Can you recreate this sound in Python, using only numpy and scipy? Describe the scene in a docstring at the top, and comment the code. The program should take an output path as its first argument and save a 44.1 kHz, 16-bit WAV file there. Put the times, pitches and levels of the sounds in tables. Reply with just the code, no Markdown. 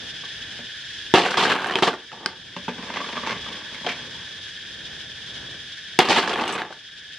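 """Two clattering pours of cooked snail shells on a steel tray close by, with spoon work in a pot between them.
Each pour opens with a hard thump; shells knock, click and ring hollow, then settle in sparse rolls.
Further off the spoon knocks, scrapes and stirs; all round, filtered noise and wavering sines buzz as insects.
Contacts are noise bursts through resonances plus damped sines; nearby walls answer them.
An automatic gain ducks everything after loud sound, so the insects sink and creep back."""
import sys
import numpy as np
from scipy import signal
from scipy.fft import rfft, irfft, next_fast_len
from scipy.io import wavfile
from scipy.ndimage import uniform_filter1d, map_coordinates

SR = 44100
rng = np.random.default_rng(int(sys.argv[2]) if len(sys.argv) > 2 else 0)


def unload_wav(signal):
    """Save mono or channel-first audio to the path in sys.argv[1] as 16-bit WAV at rate SR, clipped to [-1, 1]."""
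    wavfile.write(
        sys.argv[1],
        SR,
        np.round(np.clip(np.atleast_2d(signal).T, -1, 1) * 32767).astype(np.int16),
    )


N = 316701
SIZE = 2 * next_fast_len(N // 2 + SR // 4)
HZ = np.fft.rfftfreq(SIZE, 1 / SR)

# hard single strikes on the tray, by the loaded spoon or one shell; levels are relative:
# t/s, thump/dB, snap/dB, crack/dB, crack f/Hz, struck shell's crack/dB, its f/Hz, lean to the left (side/mid)
HARD_STRIKES = [(1.139, 1, -19, -9, 2360, -13, 3580, -0.56), (1.756, -7, -15, 1.5, 3070, 3, 3210, -0.098),
                (1.824, -2, -8.5, -11, 2730, -2, 1220, -0.61), (2.2604, -21, -2, 0.5, 1560, -6, 3020, -1.2),
                (5.9898, -1.5, -2, 6, 2770, -11, 886, 0.099)]
# air in a shell's mouth: multiple of the note, relative level/dB, t60/s
MOUTH_MODES = [(1, 0.5, 0.036), (1.47, -15, 0.037)]
# wall of a shell: multiple of the pitch, relative level/dB, t60/s
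WALL_MODES = [(.8, -12.5, 0.024), (1, 2.5, 0.02), (1.33, -11, 0.018), (1.9, -40, 0.014)]


def amp(db):
    """Decibels to gain."""
    return 10 ** (np.asarray(db) / 20)


def unit(x):
    """Each row at rms 1."""
    return x / np.sqrt(np.mean(x ** 2, axis=-1, keepdims=True) + 1e-20)


def along(points, hz):
    """Read (Hz, value) points on a log frequency axis."""
    f, v = np.transpose(points)
    return np.interp(np.log(hz + 1), np.log(f + 1), v)


def fade(t, t60):
    """A decay of 60 dB in t60 seconds."""
    return np.exp(-np.log(1000) * t / np.maximum(t60, 1e-3))


def wobble(rate):
    """A smooth random curve, rate knots a second."""
    knots = rng.standard_normal(int(N * rate / SR) + 4)
    return map_coordinates(knots, [np.arange(N) * rate / SR])


def add(track, s, sound):
    """Mix a sound into a track at time s."""
    part = track[..., round(s * SR):][..., :sound.shape[-1]]
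    part += sound[..., :part.shape[-1]]


def filtered(x, response):
    """A signal through a frequency response."""
    return irfft(rfft(x, SIZE) * response, SIZE)[..., :N]


def colour(points):
    """Causal minimum-phase response with the given spectrum, a dull top octave and a power gain of 1."""
    top = 1 / (1 + (HZ / 10500) ** 8)
    cepstrum = irfft(np.log(unit(top * amp(along(points, HZ)))))
    cepstrum[1:SIZE // 2] *= 2
    cepstrum[SIZE // 2 + 1:] = 0
    return np.exp(rfft(cepstrum))


def body(modes, soft_hz):
    """Resonances (Hz, width Hz, dB) at a power gain of 1; a contact's softness dulls the treble."""
    h = 0
    for k, (hz, width, db) in enumerate(modes):
        resonance = 1j * HZ * width / (hz * hz - HZ ** 2 + 1j * HZ * width)
        h = h + (-1) ** k * amp(db) * resonance
    # small objects radiate little bass
    h = h / (1 + 1j * HZ / soft_hz) ** 2 * 1j * HZ / (90 + 1j * HZ)
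    return h / np.sqrt(np.mean(abs(h) ** 2))


def ringing(modes, pitch=1):
    """Damped modes, (Hz or multiple of the pitch, dB, t60 s), struck once."""
    t = np.arange(SR // 5) / SR
    return sum(amp(db) * np.sin(2 * np.pi * f * pitch * t) * fade(t, t60) for f, db, t60 in modes)


def notes(modes, times, pitches_hz, levels_db):
    """The same modes struck at each time, at that object's own pitch and a random lean."""
    out = np.zeros((2, N))
    for s, hz, db in zip(times, pitches_hz, levels_db):
        lean = np.array([[1], [rng.uniform(-1.95, 1)]])
        add(out, s, amp(db) * lean * ringing(modes, hz))
    return out


def rounded(x):
    """A shell is too small to radiate bass, and the contact time softens its edge."""
    contact_hz = 6000
    return filtered(x, (1j * HZ / (220 + 1j * HZ)) ** 2 / (1 + (HZ / contact_hz) ** 4))


def blows(times, levels_db, t60, clean, rebounds_per_s):
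    """Mid and side force of contacts: a clean tap (this share of the energy), then fading rebounds."""
    force, t = np.zeros((2, N)), np.arange(SR // 5) / SR
    share = np.clip(clean, 0, 1)
    for s, db in zip(times, levels_db):
        lean = np.array([[1], [rng.uniform(-1.5, 1.3)]])
        tap = unit(1.0 * (t == 0)) * lean
        hits = rng.standard_normal((2, len(t))) * (rng.random(len(t)) < rebounds_per_s / SR)
        rebounds = unit(hits * fade(t, t60))
        add(force, s, amp(db - 14) * (np.sqrt(share) * tap + np.sqrt(1 - share) * rebounds))
    return force


def jostle(rate, scatter_db, chatter_t60, clean):
    """Mid and side force of many random contacts a second: clean taps (this share) and short chatter."""
    sizes = (rng.random(N) < rate / SR) * amp(scatter_db * np.clip(rng.standard_normal(N), -2, 2))
    power = signal.fftconvolve(sizes ** 2, fade(np.arange(SR // 20) / SR, chatter_t60) ** 2)[:N]
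    taps = unit(sizes * rng.choice([-1, 1], (2, N)))
    chatter = unit(np.sqrt(abs(power)) * rng.standard_normal((2, N)))
    share = np.clip(clean, 0, 1)
    return np.sqrt(share) * taps + np.sqrt(1 - share) * chatter


def strokes(rows, rise_s, sag_db_per_s, t60):
    """Gain of (start, length, dB) movements: each rises, sags while it lasts, then dies away."""
    power = np.zeros(N)
    for start, length, db in rows:
        t = np.maximum(np.arange(N) / SR - start, 0)
        held = amp(db - sag_db_per_s * np.minimum(t, length))
        power += (np.minimum(t / rise_s, 1) * held * fade(np.maximum(t - length, 0), t60)) ** 2
    return np.sqrt(power)


def rattling(envelope, rate, scatter_db):
    """Times and levels of stray clinks that follow an envelope."""
    at, size = rng.integers(N, size=int(rate * N / SR)), rng.standard_normal(N)
    at = at[envelope[at] > 1e-4]
    return at / SR, 20 * np.log10(envelope[at]) + scatter_db * np.clip(size[at], -2, 2)


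def clinks(times, levels_db, centre_hz, spread, ring_t60, count=4):
    """Each clink has a few short modes of its own, scattered about a centre pitch and decay."""
    out, t = np.zeros((2, N)), np.arange(SR // 10) / SR
    for s, db in zip(times, levels_db):
        z = np.clip(rng.standard_normal((4, count, 1)), -2, 2)
        tones = np.sin(2 * np.pi * centre_hz * np.exp(spread * z[0]) * t)
        modes = tones * fade(t, ring_t60 * np.exp(z[1] / 4))
        add(out, s, amp(db) * unit(z[2:, :, 0]) @ modes)
    return out


def air():
    """Low outdoor rumble: filtered noise that swells a little."""
    # f/Hz, relative level/dB per Hz
    rumble_tone = [(20, -24), (45, -1.5), (70, 0.5), (118, 2.5), (200, -2), (300, -4), (450, -6),
                   (720, -11.5), (1200, -14.5), (1500, -11.5), (3000, -78)]
    rumble = unit(filtered(rng.standard_normal((2, N)), colour(rumble_tone)))
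    return amp(-49.5 + 2.5 * wobble(3.86)) * rumble


def insects():
    """A far chorus merges into two noise bands, each with its own flutter; near ones hold a wavering pitch."""
    # spectrum of the far chorus: f/Hz, relative level/dB per Hz
    buzz_tone = [(900, -36), (1300, -20), (1550, -2.5), (1760, 1), (2020, -10.5), (2320, -8), (2750, -8),
                 (3150, 0.5), (3400, 1.5), (3720, -5.5), (3900, -8), (4450, -12), (4950, -10), (5230, -10),
                 (5420, -14), (6550, -19), (7300, -27), (9500, -29.5), (13000, -42.5)]
    # swell of the far chorus: t/s, level/dB
    chorus_level = [(0, -37), (1.1, -37), (3, -37.5), (4.5, -38.5), (7.2, -39)]
    # near insects: f/Hz, level/dB
    shrill_notes = [(1728, -52), (3333, -46.5), (3577, -50.5), (3741, -49), (4946, -67), (5190, -61)]
    waver_hz, waver_rate = 22, 160  # pitch jitter and its random knots per second
    tremolo_db, tremolo_rate = 3, 60  # level jitter and its random knots per second
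    low = 1 / (1 + (HZ / 2300) ** 12)
    chorus = np.zeros((2, N))
    for band in (low, 1 - low):
        flutter = amp(0.14 * wobble(2.92) + 1.3 * wobble(55) + 0.34 * wobble(300))
        noise = unit(rng.standard_normal((2, N)) * flutter)
        chorus += filtered(noise, colour(buzz_tone) * np.sqrt(band))
    out = amp(np.interp(np.arange(N) / SR, *np.transpose(chorus_level))) * unit(chorus)
    for hz, db in shrill_notes:
        phase = 2 * np.pi * np.cumsum(hz + waver_hz * wobble(waver_rate)) / SR
        out[0] += amp(db + tremolo_db * wobble(tremolo_rate)) * np.sin(phase)
    return out


def pot():
    """The spoon knocks, scrapes and stirs in the pot; its belly booms and the shells answer with hollow notes."""
    # spoon knocks, relative levels: t/s, low knock/dB, scrape/dB, hollow note f/Hz, note/dB, shell wall f/Hz
    pot_knocks = [(0.236, -42.5, -48, 1150, -36, 1620), (0.592, -44.5, -58, 694, -40, 1620),
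                  (2.117, -34, -33, 1320, -29, 1650), (2.128, -30.5, -33, 836, -24.5, 1730),
                  (2.565, -27, -26.5, 1060, -22.5, 2690), (2.681, -20.5, -31, 895, -13.5, 2560),
                  (2.691, -38, -26, 486, -18.5, 2560), (2.781, -29.5, -52, 944, -30, 2080),
                  (2.826, -33.5, -36, 894, -35, 2100), (2.901, -33, -34, 936, -24, 2090),
                  (2.9399, -32, -27, 1110, -34, 1890), (2.9597, -33, -30, 840, -25, 2080),
                  (2.9699, -31, -29.5, 1175, -21, 2080), (3.004, -30.5, -33, 1140, -23, 1620),
                  (3.0156, -39, -35, 1155, -22, 3445), (3.043, -43, -41, 1150, -24.5, 2080),
                  (3.089, -36, -35, 880, -34, 1730), (3.157, -38, -33.5, 1140, -29, 1625),
                  (3.1689, -32, -36, 1200, -25, 1720), (3.177, -36, -37, 1150, -21, 1620),
                  (3.236, -40, -38, 1160, -25, 1800), (3.2657, -41, -31, 1230, -26, 1710),
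                  (3.272, -36, -33, 930, -21, 2100), (3.295, -30, -32, 1150, -25, 2100),
                  (3.3075, -35, -26.5, 1135, -25, 1620), (3.317, -30.5, -30, 1126, -36, 2520),
                  (3.327, -40, -32, 1125, -25, 2080), (3.464, -47, -47, 1210, -30, 1600),
                  (3.846, -30.5, -35, 467, -34, 1710), (3.865, -28.5, -23, 733, -17.5, 3200),
                  (3.872, -31.5, -29, 480, -22, 1610), (3.892, -44, -28, 850, -37, 2400)]
    # bumps that set the pot's belly ringing: t/s, level/dB
    pot_bumps = [(0.592, -34.5), (2.128, -35), (2.565, -23.5), (2.681, -19.5), (2.781, -34), (3.171, -37),
                 (3.316, -36)]
    # belly ring: f/Hz, relative level/dB, t60/s
    belly_modes = [(174, -0.5, 0.1), (235, 0, 0.16), (480, -1, 0.057), (584, -6.5, 0.12), (930, -9, 0.044),
                   (1160, -20, .06), (2584, -27, .066)]
    # pot resonances: f/Hz, width/Hz, relative level/dB
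    pot_modes = [(174, 72, -1), (250, 74, 4.5), (394, 41, 3), (466, 180, 0.5), (715, 114, -2),
                 (875, 200, -1.5), (1176, 33, 3.5), (1515, 61, -2.5), (2030, 310, -18), (3100, 350, -4)]
    # scrape spectrum: f/Hz, relative level/dB per Hz
    scrape_tone = [(400, -29), (1200, -3.5), (2200, 0), (3100, -2.5), (4200, -9), (6000, -14.5),
                   (8500, -34.5)]
    # shells grate along the pot wall: start t/s, length/s, relative level/dB, grating f/Hz
    wall_scrapes = [(2.94, 0.04, -42, 2000), (3.262, 0.053, -36, 1180), (3.74, 0.015, -44, 2150),
                    (3.883, 0.02, -34.5, 2120), (3.904, 0.017, -36.5, 2400)]
    # stirring: t/s, relative level/dB; silent outside
    stir_level = [(2.72, -56), (2.79, -42), (2.92, -40.5), (3.3, -37.5), (3.39, -46.5), (3.5, -40),
                  (3.64, -49), (3.9, -43), (4.5, -62)]
    s, knock_db, scrape_db, mouth_hz, mouth_db, wall_hz = np.transpose(pot_knocks)
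    bump_s, bump_db = np.transpose(pot_bumps)
    chatter_t60, clean = 0.083, 0.4  # s after each knock; share of energy in its first tap

    grit = jostle(rate=220, scatter_db=2, chatter_t60=0.05, clean=.3)
    stir_s, stir_db = np.transpose(stir_level)
    stir = amp(np.interp(np.arange(N) / SR, stir_s, stir_db, left=-np.inf, right=-np.inf))
    grate, dragging = 0, 0
    for start, length, db, hz in wall_scrapes:
        drag = strokes([(start, length, db)], rise_s=0.0071, sag_db_per_s=49, t60=0.054)
        dragging = dragging + drag
        grate = grate + filtered(drag * grit, body([(hz, 340, 0)], soft_hz=4970))

    knock = blows(s, knock_db + 1, chatter_t60, clean, rebounds_per_s=700)
    knock += amp(-1.5) * stir * grit
    scrape = blows(s, scrape_db - 3, chatter_t60, clean=0.07, rebounds_per_s=3000)
    scrape += (amp(-2) * stir + amp(-8) * dragging) * grit
    # shells in the spoon answer each knock, and bump together as they are stirred
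    hollow = notes(MOUTH_MODES, s, mouth_hz, mouth_db)
    hollow += notes(WALL_MODES, s, wall_hz, scrape_db + 3)
    boom = notes(belly_modes, bump_s, np.ones(len(bump_s)), bump_db)
    stray = rattling(stir, rate=60, scatter_db=-1.5)
    bumps = clinks(*stray, centre_hz=1112, spread=0.147, ring_t60=0.059, count=2)
    clacks = rounded(hollow + boom + amp(-4.5) * bumps)
    return filtered(knock, body(pot_modes, soft_hz=2960)) + filtered(scrape, colour(scrape_tone)) + grate + clacks


def spoon():
    """The emptying spoon grazes the heap and rings thinly; each touch favours other modes."""
    # rim touches: t/s, relative level/dB
    rim_tinks = [(1.309, -39), (1.669, -37.5), (6.331, -41), (6.478, -35.5), (6.525, -33), (6.538, -35),
                 (6.554, -43)]
    # spoon steel: f/Hz, relative level/dB, t60/s
    spoon_modes = [(5430, 2, .04), (6460, -0.5, 0.074), (7100, -5, 0.046), (7920, 1.5, 0.05),
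                   (9150, -4, 0.049), (10400, -10, 0.08), (11000, -22, .05)]
    out = np.zeros((2, N))
    for s, db in rim_tinks:
        for mode in spoon_modes:
            gain = amp(db + rng.normal(0, 2.7, (2, 1))) * rng.choice([-1, 1], (2, 1))
            add(out, s, gain * ringing([mode]))
    return out


def strikes():
    """A hard strike cracks dryly in the shell wall and thumps the damped tray; stray shells ring bare steel."""
    # loaded tray: f/Hz, relative level/dB, t60/s
    thump_modes = [(243, -12, 0.094), (383.4, 0.5, 0.043), (673, -14, 0.059), (920, -4, 0.034)]
    # shell wall: multiple of the pitch, relative level/dB, t60/s
    crack_modes = [(.82, -12.5, 0.022), (1, -8, 0.025), (1.5, -16.5, 0.0037), (2.45, -36, 0.0057)]
    # snap spectrum: f/Hz, relative level/dB per Hz
    snap_tone = [(500, -18.5), (1500, 5.5), (2400, 0), (3000, 4), (5500, -2), (7000, -17), (8500, -13),
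                 (12500, -31)]
    # a shell falls off the heap and bounces on bare steel: t/s, relative level/dB
    sheet_hits = [(1.827, -17), (1.8766, -26)]
    # bare steel: f/Hz, relative level/dB, t60/s
    sheet_modes = [(460, -8, .088), (1190, 6.5, .092), (2256, 0, .07), (2805, -8, .11), (3100, -3, .1),
                   (3640, 3, .075)]
    out, snap, t = np.zeros((2, N)), np.zeros((2, N)), np.arange(SR // 5) / SR
    for s, thump_db, snap_db, crack_db, hz, struck_db, struck_hz, lean in HARD_STRIKES:
        cracks = amp(crack_db) * ringing(crack_modes, hz) + amp(struck_db) * ringing(crack_modes, struck_hz)
        thump = amp(thump_db) * ringing(thump_modes)
        add(out, s, np.array([[1], [lean]]) * (thump + cracks))
        add(snap, s, amp(snap_db) * rng.standard_normal((2, len(t))) * fade(t, 0.0092))
    for s, db in sheet_hits:
        add(out[0], s, amp(db) * ringing(sheet_modes))
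    # the tray radiates little bass, and the contact time rounds the sharpest edge
    radiation = (1j * HZ / (110 + 1j * HZ)) ** 3 / (1 + 1j * HZ / 9000) ** 3
    return filtered(out, radiation) + filtered(snap, colour(snap_tone))


def shells():
    """Single contacts and a dense rattle click in the shells and drum on the tray; faster flow is brighter."""
    # shells dropping on the heap, relative levels:
    # t/s, tray knock/dB, shell click/dB, wall f/Hz, hollow mouth f/Hz, hard edge/dB
    contacts = [(1.1455, -9.5, -16, 3430, 905, -24), (1.1509, -10.5, -15, 2730, 790, -24),
                (1.1581, -14, -16, 2850, 730, -15), (1.1751, -15, -16, 1744, 775, -28),
                (1.1804, -15, -21, 2730, 754, -17), (1.1903, -14, -23, 2010, 785, -27),
                (1.1999, -16, -21, 3440, 730, -33), (1.213, -21, -19, 3570, 1173, -32),
                (1.2191, -18, -22, 2400, 930, -33), (1.2369, -17, -20.5, 2910, 850, -32),
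                (1.2522, -16.5, -18, 2690, 790, -33), (1.2627, -16.5, -16.5, 1520, 740, -23),
                (1.2859, -27, -18, 1520, 970, -40), (1.3074, -25, -24, 1430, 785, -20.5),
                (1.3176, -33, -17, 1500, 1200, -35), (1.3427, -18, -16, 1610, 1230, -30),
                (1.372, -11.5, -16.5, 3300, 1235, -19), (1.3799, -14.5, -17, 3400, 1160, -30),
                (1.4008, -17, -16, 3570, 920, -33), (1.4274, -10.5, -22, 3100, 1205, -24),
                (1.4373, -18, -15.5, 3250, 794, -18), (1.4523, -18, -16, 1620, 1280, -23),
                (1.4655, -16, -22, 1670, 935, -38), (1.4983, -14, -19, 1540, 1180, -22),
                (1.5097, -19, -15, 1700, 1160, -31), (1.5185, -21, -15, 1600, 940, -28),
                (1.5229, -25, -12, 1490, 1380, -32), (1.5623, -22.5, -19.5, 1700, 794, -44),
                (1.588, -30, -20.5, 1630, 785, -47), (1.6076, -30, -26, 1711, 753, -46),
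                (1.6137, -32, -28, 1570, 1170, -46), (1.631, -28, -27, 1510, 1000, -47),
                (1.6446, -21, -15.5, 1590, 940, -42), (1.6605, -25.5, -21, 1810, 790, -44),
                (1.6742, -27, -26, 1620, 872, -44), (1.6877, -29, -22, 1620, 975, -52),
                (1.6977, -21.5, -20, 1790, 1030, -46), (1.7098, -19, -19, 1815, 895, -28),
                (1.7229, -26, -23, 3150, 750, -41), (1.7383, -22, -21.5, 3100, 1030, -36),
                (1.7875, -19, -19.5, 1780, 930, -24.5), (1.8339, -11, -12, 3170, 786, -24),
                (1.8705, -17, -21, 1760, 1130, -22), (1.8761, -10, -23, 1470, 915, -24),
                (1.9312, -32, -23.5, 1440, 644, -42), (1.9392, -25, -27.5, 1840, 637, -36),
                (2.208, -37, -47, 1700, 860, -62), (2.232, -35, -40, 1700, 860, -60),
                (2.332, -38, -42, 1600, 890, -58), (5.9955, -6.5, -12.5, 3600, 766, -16),
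                (6.0519, -21, -25, 2770, 780, -24), (6.0871, -11.5, -24, 1770, 1175, -16),
                (6.0956, -14.5, -22, 3330, 770, -26), (6.1071, -14, -15, 2920, 780, -19),
                (6.1198, -16.5, -18, 2485, 794, -32), (6.1475, -17, -19, 3750, 920, -21),
                (6.1744, -13, -16, 1744, 1310, -34), (6.186, -16, -18, 3220, 936, -22),
                (6.2374, -26, -23, 1710, 1110, -38), (6.2765, -18, -16.5, 1700, 1210, -23),
                (6.2947, -21, -21, 3200, 1220, -21.5), (6.309, -23.5, -27, 1464, 742, -35),
                (6.3311, -24, -25, 2465, 1130, -37), (6.3379, -28, -18.5, 3310, 950, -37),
                (6.3586, -19, -20.5, 1760, 1160, -41), (6.3899, -21, -25, 1614, 1190, -42),
                (6.398, -21, -22.5, 2600, 810, -39), (6.4113, -20, -25, 3030, 865, -26),
                (6.4381, -18, -21.5, 3090, 800, -39), (6.4789, -30, -21, 2800, 1170, -29),
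                (6.4929, -20, -26, 3180, 910, -24.5), (6.5079, -38, -24, 1690, 1000, -42),
                (6.5532, -20, -23, 2500, 1200, -38), (6.5681, -25, -31, 2530, 1140, -46),
                (6.5804, -33, -24, 1540, 970, -44), (6.6189, -26, -18, 1690, 850, -50),
                (6.651, -31.5, -33, 1770, 780, -55), (6.7052, -28.5, -45, 3380, 630, -52),
                (6.7262, -43, -29.5, 1550, 1150, -36)]
    # the spoon empties and shells keep tumbling: start t/s, length/s, relative level/dB
    pours = [(1.139, 0.646, -28), (5.99, .615, -27.5)]
    # part of the heap gives way: start t/s, length/s, relative level/dB
    slides = [(1.145, 0.05, -24), (1.37, 0.12, -24), (1.497, 0.038, -24.5), (1.824, 0.005, -21),
              (1.87, 0.01, -23.5), (5.995, 0.013, -21.5), (6.09, 0.046, -22), (6.15, 0.038, -21.5)]
    # a loose shell rolls on the tray: start t/s, length/s, relative level/dB
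    rolls = [(1.89, 0.053, -39), (2.12, 0.059, -38), (2.2, 0.084, -34.5), (6.38, 0.04, -26),
             (6.6, 0.092, -35)]
    # the spoon's steel edge rasps over the shells: start t/s, length/s, relative level/dB
    rasps = [(1.15, 0.089, -27), (1.372, 0.056, -22), (1.826, 0.018, -22.5), (6.095, 0.034, -21.5),
             (6.18, 0.016, -22)]
    # tray resonances: f/Hz, width/Hz, relative level/dB
    tray_modes = [(212, 193, -4.5), (284.5, 116, 0.5), (367, 75, 0.5), (472, 89, -1.5), (753, 95, -3),
                  (903, 84, -0.5), (1095, 59, -4.5), (1157, 67, -1), (1800, 520, -14)]
    # spectrum of the clicks: f/Hz, relative level/dB per Hz
    shell_tone = [(200, -39.5), (700, 0), (1400, -6), (2100, -0.5), (3100, 2.5), (4000, -4.5),
                  (5200, -16.5), (6500, -19.5), (8500, -26)]
    # spectrum of shell on steel: f/Hz, relative level/dB per Hz
    edge_tone = [(1500, -38), (3200, 0), (4300, 5.5), (5400, 1), (7000, -10.5), (8700, -12), (11000, -37)]
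    s, knock_db, click_db, wall_hz, mouth_hz, edge_db = np.transpose(contacts)
    struck, thump_db = np.transpose(HARD_STRIKES)[:2]

    # a pour thins out as the spoon empties
    pour = strokes(pours, rise_s=0.011, sag_db_per_s=7.5, t60=.2)
    slide = strokes(slides, rise_s=0.0063, sag_db_per_s=29, t60=0.16)
    roll = strokes(rolls, rise_s=0.0051, sag_db_per_s=31, t60=0.29)
    rasp = strokes(rasps, rise_s=0.0018, sag_db_per_s=2, t60=0.21)
    flow = np.hypot(pour, slide)
    brisk_db, brighten = -27, 0.39  # the rattle gains this many extra dB per dB of flow above a brisk one
    rattle = flow * (flow / amp(brisk_db)) ** brighten
    tumble = jostle(rate=480, scatter_db=1.5, chatter_t60=0.03, clean=.3)
    # a strike jolts the whole heap
    jolt = blows(struck, thump_db, t60=0.21, clean=0, rebounds_per_s=6000)

    drum = blows(s, knock_db - 1, t60=0.05, clean=.5, rebounds_per_s=2500)
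    drum += (amp(5.5) * flow + roll) * tumble + amp(-8.5) * jolt
    click = blows(s, click_db - 9.5, t60=0.075, clean=.35, rebounds_per_s=4000)
    click += amp(4.5) * rattle * tumble + amp(-11) * jolt
    edge = blows(s, edge_db - 3, t60=0.11, clean=0.046, rebounds_per_s=5500)
    edge += rasp * jostle(rate=740, scatter_db=1.5, chatter_t60=0.089, clean=.15)

    # wet, filled shells ring only briefly, each at its own pitch; the air in the mouth adds a hollow note
    ring = notes(WALL_MODES, s, wall_hz, click_db + 6.5)
    ring += notes(MOUTH_MODES, s, mouth_hz, knock_db + 4)
    bright = rattling(rattle, rate=200, scatter_db=2)
    bright_clinks = clinks(*bright, centre_hz=2500, spread=0.31, ring_t60=0.017)
    hollow = rattling(flow, rate=97, scatter_db=-1)
    hollow_clinks = clinks(*hollow, centre_hz=1204, spread=.26, ring_t60=0.073, count=2)
    clacks = rounded(ring + bright_clinks + amp(5.5) * hollow_clinks)

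    drummed = filtered(drum, body(tray_modes, soft_hz=4100))
    return drummed + filtered(click, colour(shell_tone)) + filtered(edge, colour(edge_tone)) + clacks


def yard(x):
    """A short answer from nearby walls: a decaying noise tail, the treble dying first."""
    # f/Hz, t60/s
    wall_decay = [(150, 0.44), (1000, 0.28), (3000, 0.31), (9000, 0.14)]
    hz, t, z = signal.stft(rng.standard_normal((2, SR // 2)), SR, nperseg=256)
    tail = signal.istft(z * fade(t, along(wall_decay, hz)[:, None]), SR, nperseg=256)[1]
    delayed = np.pad(tail, ((0, 0), (SR // 200, 0)))  # 5 ms
    return signal.fftconvolve(x, delayed / np.linalg.norm(tail[0]), axes=1)[:, :N]


def stereo(x, width):
    """Mid and side to left and right, the side scaled by frequency."""
    mid, side = x[0], filtered(x[1], amp(along(width, HZ)))
    return np.array([mid + side, mid - side])


def scene():
    """Tray close by, pot further off, both answered by the yard; insects and air all round."""
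    # width of the handling sounds: f/Hz, side gain/dB
    near_width = [(60, -40), (110, -34), (200, -38), (380, -21), (700, -24), (1290, -15), (2380, -12),
                  (4400, -7.5), (8120, 2.5), (15000, 3)]
    # width of the background: f/Hz, side gain/dB
    far_width = [(25, -15), (60, -18), (110, -25), (200, -8.5), (380, -5), (700, -3), (1290, -9),
                 (2380, -11.5), (4400, -1), (8120, 2.5), (15000, 24.5)]
    background = insects() + air()
    further = pot()
    near = spoon() + strikes() + shells()
    handling = near + further + yard(amp(-13.5) * near + amp(-10.5) * further)
    return stereo(handling, near_width) + stereo(background, far_width)


def gain_control(x, threshold_db, depth_db, hold, release_db, size=128):
    """Loud sound turns the gain down at once; it holds, then creeps back at release_db a second."""
    power = uniform_filter1d(np.mean(x ** 2, axis=0), 8 * size, origin=4 * size - 1)[::size]
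    t = np.arange(len(power)) * size / SR
    cut = np.clip(10 * np.log10(abs(power) + 1e-12) - threshold_db, 0, depth_db)
    # rows are now, columns the earlier cuts that still linger
    lingering = cut - release_db * np.maximum(t[:, None] - t - hold, 0)
    held = np.max(np.where(t[:, None] >= t, lingering, 0), axis=1)
    return x * amp(-np.interp(np.arange(N) / SR, t + size / SR, held))


def record(dry):
    """Gain control, clipping of peaks beyond full scale, a bass cut and a steep treble limit."""
    level = gain_control(dry, threshold_db=-17, depth_db=7, hold=0.43, release_db=9.5)
    bass_cut = (1j * HZ / (28 + 1j * HZ)) ** 2
    treble_limit = 1 / np.sqrt(1 + (HZ / 15500) ** 80)
    return filtered(np.clip(level, -1, 1), bass_cut * treble_limit)


dry = scene()
out = record(dry)
unload_wav(out)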